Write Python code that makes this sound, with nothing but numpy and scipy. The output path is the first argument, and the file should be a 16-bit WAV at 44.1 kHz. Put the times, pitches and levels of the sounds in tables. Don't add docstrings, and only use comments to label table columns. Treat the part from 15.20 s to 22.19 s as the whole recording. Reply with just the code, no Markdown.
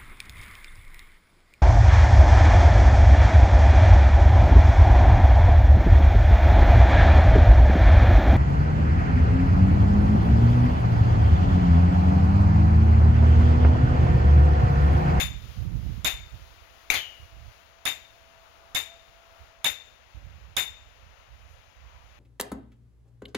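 import sys
import numpy as np
from scipy import signal
from scipy.fft import rfft, irfft, next_fast_len
from scipy.io import wavfile
from scipy.ndimage import uniform_filter1d

SR = 44100
rng = np.random.default_rng(int(sys.argv[2]) if len(sys.argv) > 2 else 0)


def master(y):
    cut = np.clip(np.atleast_2d(y).T, -1, 1)
    pcm = np.round(cut * 32767)
    wavfile.write(sys.argv[1], SR, pcm.astype(np.int16))


N = 308242
TIME = np.arange(N) / SR
AGE = np.arange(SR) / SR

# (time [s], direct level [dB], scattered level [dB], ring over crack [dB], pitch shift [%])
STAKE_BLOWS = [(-.011, -21, -18.5, 0, -0.56), (0.8456, -14, -17, 0.5, 0.016),
               (2.6533, -16.5, -18.5, -0.5, 0.25), (3.5477, -17.5, -20, 2.5, 0.51),
               (4.4435, -13.5, -17.5, 2.5, 0.12), (5.366, -14, -18.5, 2, 0.27)]
# (time [s], crack level [dB], scattered level [dB], clank level [dB], clank left minus right [dB])
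GLANCING_CONTACTS = [(1.7009, -27.5, -18, -19.5, 20), (1.738, -32, -19, -29, 7)]
# (frequency [Hz], density [dB per Hz])
CRACK_SPECTRUM = [(40, 12.5), (110, -34), (400, -18), (800, -5.5), (2400, -9), (4300, -14.5), (7000, -2.5),
                  (10500, -2), (13000, -11.5), (16000, -13)]


def undb(db):
    return 10 ** (np.asarray(db) / 20)


def unit(x, seconds):
    return x * np.sqrt(seconds * SR / np.sum(x ** 2))


def pan(db):
    return undb(np.array([[db], [-db]]) / 2)


def colour(x, points):
    hz, db = np.transpose(points)
    size = next_fast_len(x.shape[-1])
    f = np.maximum(np.fft.rfftfreq(size, 1 / SR), 1)
    gain = undb(np.interp(np.log(f), np.log(hz), db))
    return irfft(rfft(x, size) * gain, size)[..., :x.shape[-1]]


def noise(points, size):
    x = colour(rng.standard_normal(size), points)
    return x / x.std()


def walk(rate):
    x = colour(rng.standard_normal(N), [(rate, 0), (2 * rate, -20), (10 * rate, -120)])
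    return x / x.std()


def fade(t60, age=AGE):
    return undb(-60 * np.maximum(age, 0) / t60)


def swell(start, rise, hold, t60):
    return np.clip((TIME - start) / rise, 0, 1) * fade(t60, TIME - start - hold)


def hump(middle, half):
    return np.exp(-((TIME - middle) / half) ** 2)


def burst(rise, length):
    return (1 - np.exp(-(AGE / rise) ** 2)) * np.exp(-(AGE / length) ** 4)


def ring(modes, shift=0):
    total = 0
    for k, (hz, db, t60) in enumerate(modes):
        tone = np.sin(2 * np.pi * hz * (1 + shift / 100) * AGE)
        total = total + (-1) ** k * undb(db) * fade(t60) * tone
    return total


def add(out, start, sound):
    i = int(round(start * SR))
    a, b = max(i, 0), min(i + sound.shape[1], N)
    out[:, a:b] += sound[:, a - i:b - i]


def echoes(onset, hold, t60, trees_db, trees_t60, lumpy_db):
    lumps = undb(lumpy_db * np.interp(AGE, np.linspace(0, 1, 300), rng.standard_normal(300)))
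    rise = 1 - np.exp(-(AGE / onset) ** 4)
    near = fade(t60, AGE - hold)
    far = undb(trees_db) * fade(trees_t60)
    return lumps * rise * np.array([near, far])


def diffuse(envelopes, points):
    # (frequency [Hz], gain [dB])
    tree_colour = [(100, 3), (600, 2.5), (3600, 3.5), (7000, 3.5), (10000, -14), (15000, -20)]
    near, far = (envelope * noise(points, SR) for envelope in envelopes)
    return near + colour(far, tree_colour)


def scatter(tone, tone_db, right_db=-11, right_tone_db=-2):
    # (frequency [Hz], density [dB per Hz])
    left_spectrum = [(60, -55), (210, -19.5), (380, -15), (750, -2.5), (1400, -4), (2200, 6), (2750, 3.5),
                     (3200, -1.5), (4400, -8), (5600, -13), (6700, -8.5), (11700, -13.5), (14300, -2.5),
                     (15500, -22)]
    right_spectrum = [(40, -12), (110, 3), (450, 1), (800, 0.5), (2400, -0.5), (3200, -3), (4400, -6.5),
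                      (7000, -7.5), (10300, 1.5), (11500, -33), (12700, 5.5), (14000, -28), (15000, -29)]
    left = echoes(onset=0.0072, hold=0.025, t60=0.21, trees_db=-14.0, trees_t60=0.57, lumpy_db=-0.4)
    right = echoes(onset=0.0016, hold=0.0074, t60=0.21, trees_db=-21.0, trees_t60=0.66, lumpy_db=4.0)
    settings = (
        (left, left_spectrum, 0, tone_db),
        (right, right_spectrum, right_db, tone_db + right_tone_db),
    )
    sides = []
    for paths, spectrum, db, ring_db in settings:
        crack = unit(diffuse(paths, spectrum), 0.022)
        flat_paths = diffuse(paths, [(1, 0)])
        rung = unit(signal.fftconvolve(flat_paths, tone)[:SR], 0.018)
        sides.append(undb(db) * (crack + undb(ring_db) * rung))
    return np.array(sides)


def hammer(direct_pan_db=-15, direct_ring_db=2, crack_db=0, count=5):
    # (frequency [Hz], level [dB], t60 [s])
    stake_modes = [(3520, -4, .055), (3583, 0, .07), (3660, -.5, .07), (3735, -4.5, .05), (3810, -14, .04),
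                   (3625, -27, .6), (5150, -13, .022), (6400, -13, .025), (6860, -10, .03),
                   (7205, -3, .038), (9480, -4.5, .03), (10850, -2.5, .03), (12400, -11, .02),
                   (13500, -3, .038), (14330, -7.5, .018)]
    out = np.zeros((2, N))
    for start, direct_db, scatter_db, ring_db, shift in STAKE_BLOWS:
        crack = burst(rise=.0006, length=.007) * fade(.06) * noise(CRACK_SPECTRUM, SR)
        crack = unit(crack, .002)
        choked = burst(rise=.0005, length=.0065) * fade(.04) * ring(stake_modes[:count], shift)
        choked = unit(choked, .0016)
        direct = undb(crack_db) * crack + undb(ring_db + direct_ring_db) * choked
        ports = undb(direct_db + np.array([[direct_pan_db], [0]]))
        returned = undb(scatter_db) * scatter(ring(stake_modes, shift), ring_db)
        add(out, start, direct * ports + returned)
    return out


def eddies(points):
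    x = np.array([noise(points, N), noise(points, N)]) * undb(3.2 * walk(16))
    slow_level = np.sqrt(uniform_filter1d(x ** 2, int(.14 * SR)))
    return x / slow_level


def ground(thud_db=-53, rise_s=0.032, t60=0.38, pan_db=-17):
    # (frequency [Hz], density [dB per Hz])
    thud_spectrum = [(25, -26), (65, 1), (110, -6.5), (160, -18.5), (300, -31)]
    thuds = sum(swell(row[0], rise_s, rise_s, t60) for row in STAKE_BLOWS + GLANCING_CONTACTS)
    return eddies(thud_spectrum) * thuds * undb(thud_db) * pan(pan_db)


def wind(low_db=-5.0, low_pan_db=-20, flutter_db=-2.0, flutter_pan_db=-12,
         growth=1.7, strong_db=-30, restless_db=0.5):
    # (start [s], time from start to the dying away [s], t60 of the dying away [s], level [dB])
    gust_times = [(-.04, 0.089, 2.1, -35), (0.326, 0.32, 1.76, -32), (1.12, 0.077, 0.24, -43),
                  (1.988, 0.047, .2, -47.5), (2.103, 0.18, 0.19, -46), (4.188, 0.055, 0.35, -54),
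                  (4.932, .08, 3.2, -44.5), (5.817, 0.04, 0.23, -48), (5.999, 0.37, 0.16, -52),
                  (6.543, 0.14, 3, -51)]
    # (frequency [Hz], density [dB per Hz])
    thump_spectrum = [(20, -31), (35, -5.5), (54, 7.5), (85, 1.5), (110, -6), (160, -28), (260, -36.5),
                      (500, -27.5), (1200, -57)]
    flutter_spectrum = [(50, -23), (110, 4.5), (190, -8), (290, -19.5), (480, -31), (1500, -74)]
    build_share, calm_db = 0.29, -64
    power = 0
    for start, hold, t60, db in gust_times:
        power = power + (undb(db) * swell(start, build_share * hold, hold, t60)) ** 2
    calm = undb(calm_db + restless_db * walk(18))
    gust_db = 10 * np.log10(power + calm ** 2)
    low = eddies(thump_spectrum) * undb(gust_db + low_db) * pan(low_pan_db)
    fast_db = strong_db + growth * (gust_db - strong_db) + flutter_db
    return low + eddies(flutter_spectrum) * undb(fast_db) * pan(flutter_pan_db)


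def outdoors(left_db=-53, right_db=-61, leaves_pan_db=14, leaves_db=-56.0, lull_db_per_s=2.5,
             road_db=-62, recede_db_per_s=1.15, road_pan_db=9):
    # (frequency [Hz], density [dB per Hz])
    left_spectrum = [(40, -36), (230, -27.5), (520, -0.5), (1100, -1), (2800, -1.5), (4300, -11),
                     (7000, -16), (10000, -28), (16000, -19.5)]
    right_spectrum = [(30, 9.5), (70, 8.5), (200, 1), (450, -10.5), (620, 4.5), (1200, -13.5), (1900, -29),
                      (3600, -23), (5500, -24.5), (11000, -15), (15000, -39)]
    leaf_spectrum = [(1000, 1), (3000, 5), (5200, -1), (6800, -7), (9500, -3.5), (15500, -2.5)]
    road_spectrum = [(400, -26), (750, -8), (1000, -10), (1400, -8.5), (2500, -47), (5000, -38)]
    # (middle [s], half length [s], level before panning [dB])
    tyre_swells = [(3.4, 0.23, -59), (4.154, 0.22, -59), (6.006, 0.057, -63)]
    air_left = noise(left_spectrum, N) * undb(left_db + .5 * walk(3.1))
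    air_right = noise(right_spectrum, N) * undb(right_db + 1.1 * walk(2.9))
    leaves = np.array([noise(leaf_spectrum, N), noise(leaf_spectrum, N)])
    leaves *= undb(leaves_db - lull_db_per_s * TIME + 1.7 * walk(3.6) + 0.25 * walk(36))
    swells = sum(undb(db) * hump(middle, half) for middle, half, db in tyre_swells)
    traffic = np.hypot(undb(road_db - recede_db_per_s * TIME), swells)
    road = np.array([noise(road_spectrum, N), noise(road_spectrum, N)])
    road *= traffic * undb(0.58 * walk(9.4))
    return np.array([air_left, air_right]) + leaves * pan(leaves_pan_db) + road * pan(road_pan_db)


def machine(hz=667, waver=0.01307, flutter_db=2, pan_db=0.0, working_db=-60, starts_s=0.32,
            build_s=3.0, hold_s=3.97, ease_t60=2.2, idle_db=-73):
    phase = 2 * np.pi * np.cumsum(hz * (1 + waver * walk(26))) / SR
    working = undb(working_db) * swell(starts_s, build_s, hold_s, ease_t60)
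    level = np.hypot(working, undb(idle_db)) * undb(2.4 * walk(4))
    ports = [np.sin(phase) * level * undb(flutter_db * np.tanh(walk(39))) for _ in range(2)]
    return np.array(ports) * pan(pan_db)


def glance(clank_echo_db=-10):
    # (frequency [Hz], level before scaling [dB], t60 [s])
    clank_modes = [(2244, 17.5, 0.0091), (2430, 11, 0.018), (3650, -3, 0.07), (3940, -5.5, 0.077),
                   (6250, -5.5, 0.037)]
    out, tone = np.zeros((2, N)), ring(clank_modes)
    for start, crack_db, scatter_db, clank_db, pan_db in GLANCING_CONTACTS:
        crack = burst(rise=0.00056, length=0.041) * fade(0.068) * noise(CRACK_SPECTRUM, SR)
        crack = unit(crack, 0.025)
        clank = unit(burst(rise=.0008, length=.009) * tone, .006)
        direct = undb(crack_db) * crack * pan(2) + undb(clank_db) * clank * pan(pan_db)
        returned = undb(scatter_db) * scatter(tone, clank_echo_db, right_db=-11.5)
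        add(out, start, direct + returned)
    return out


def pole(travel_s=0.029, swell_s=0.0013, direct_db=-4, pan_db=6, echo_db=-4, echo_pan_db=9):
    # (frequency [Hz], level before the direct and echo gains [dB], t60 [s])
    wall_modes = [(2135, -33, .22), (2600, -32, .22), (2869, -39, .65), (2908, -33, .6), (2958, -38, .42),
                  (2993, -39, .42), (3103, -29, .38), (3183, -25, .28), (3403, -24, .2), (3545, -29, .22),
                  (3704, -32, .2), (4085, -24, .13), (4335, -29, .12)]
    cuton_hz = 2790
    tube = np.zeros((1, N))
    for hz, db, t60 in wall_modes:
        slowness = 1
        if hz > cuton_hz:
            slowness = 1 / np.sqrt(max(1 - (cuton_hz / hz) ** 2, .03))
        tone = np.sin(2 * np.pi * (hz * AGE + rng.random()))
        mode = (1 - np.exp(-AGE / swell_s)) * fade(t60) * tone
        add(tube, GLANCING_CONTACTS[0][0] + travel_s * slowness, undb(db) * mode[None])
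    paths = rng.standard_normal((2, SR)) * fade(.2)
    echo = signal.fftconvolve(tube, paths / np.linalg.norm(paths[0]))[:, :N]
    return undb(direct_db) * tube * pan(pan_db) + undb(echo_db) * echo * pan(echo_pan_db)


def steps(level_db=-4, pan_db=7):
    # (middle [s], half length [s], swish of the blades [dB], scuff of the sole [dB])
    footfalls = [(6.32, .05, -61.5, -74), (6.733, 0.11, -87, -55)]
    # (frequency [Hz], density [dB per Hz])
    swish_spectrum = [(2000, -14), (5000, -4), (11000, 4), (15500, -5)]
    scuff_spectrum = [(500, -27), (950, 13), (1600, -5), (2400, 3), (3500, -21), (7000, -36)]
    out = np.zeros((2, N))
    for middle, half, swish_db, scuff_db in footfalls:
        for side in range(2):
            swish = undb(swish_db) * noise(swish_spectrum, N)
            scuff = undb(scuff_db) * noise(scuff_spectrum, N)
            out[side] += (swish + scuff) * hump(middle, half)
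    return out * undb(level_db) * pan(pan_db)


def scene():
    return hammer() + ground() + wind() + outdoors() + machine() + glance() + pole() + steps()


def record(dry):
    # (frequency [Hz], gain [dB])
    left_colour = [(110, -4), (215, -4), (350, 4), (520, 1.5), (760, -1.5), (950, -0.5), (2950, 0),
                   (3250, -1), (3550, 0.5), (5100, 0.5), (5650, -0.5), (6400, 4), (7200, -1)]
    right_colour = [(330, 1), (480, -6.5), (680, 2), (3900, -1), (4500, -2), (5150, 3.5), (5700, 0.5),
                    (6500, -0.5), (9000, 1.5), (11000, 2), (14500, 4)]
    mic_colour = [(7250, -2), (7650, -11.5), (8400, -23.5), (8800, -15.5), (9200, -6.5)]
    top_hz = 15700
    ports = np.array([colour(dry[0], left_colour), colour(dry[1], right_colour)])
    top_cut = signal.ellip(8, .2, 70, top_hz, fs=SR, output="sos")
    return signal.sosfilt(top_cut, colour(ports, mic_colour))


dry = scene()
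out = record(dry)
master(out)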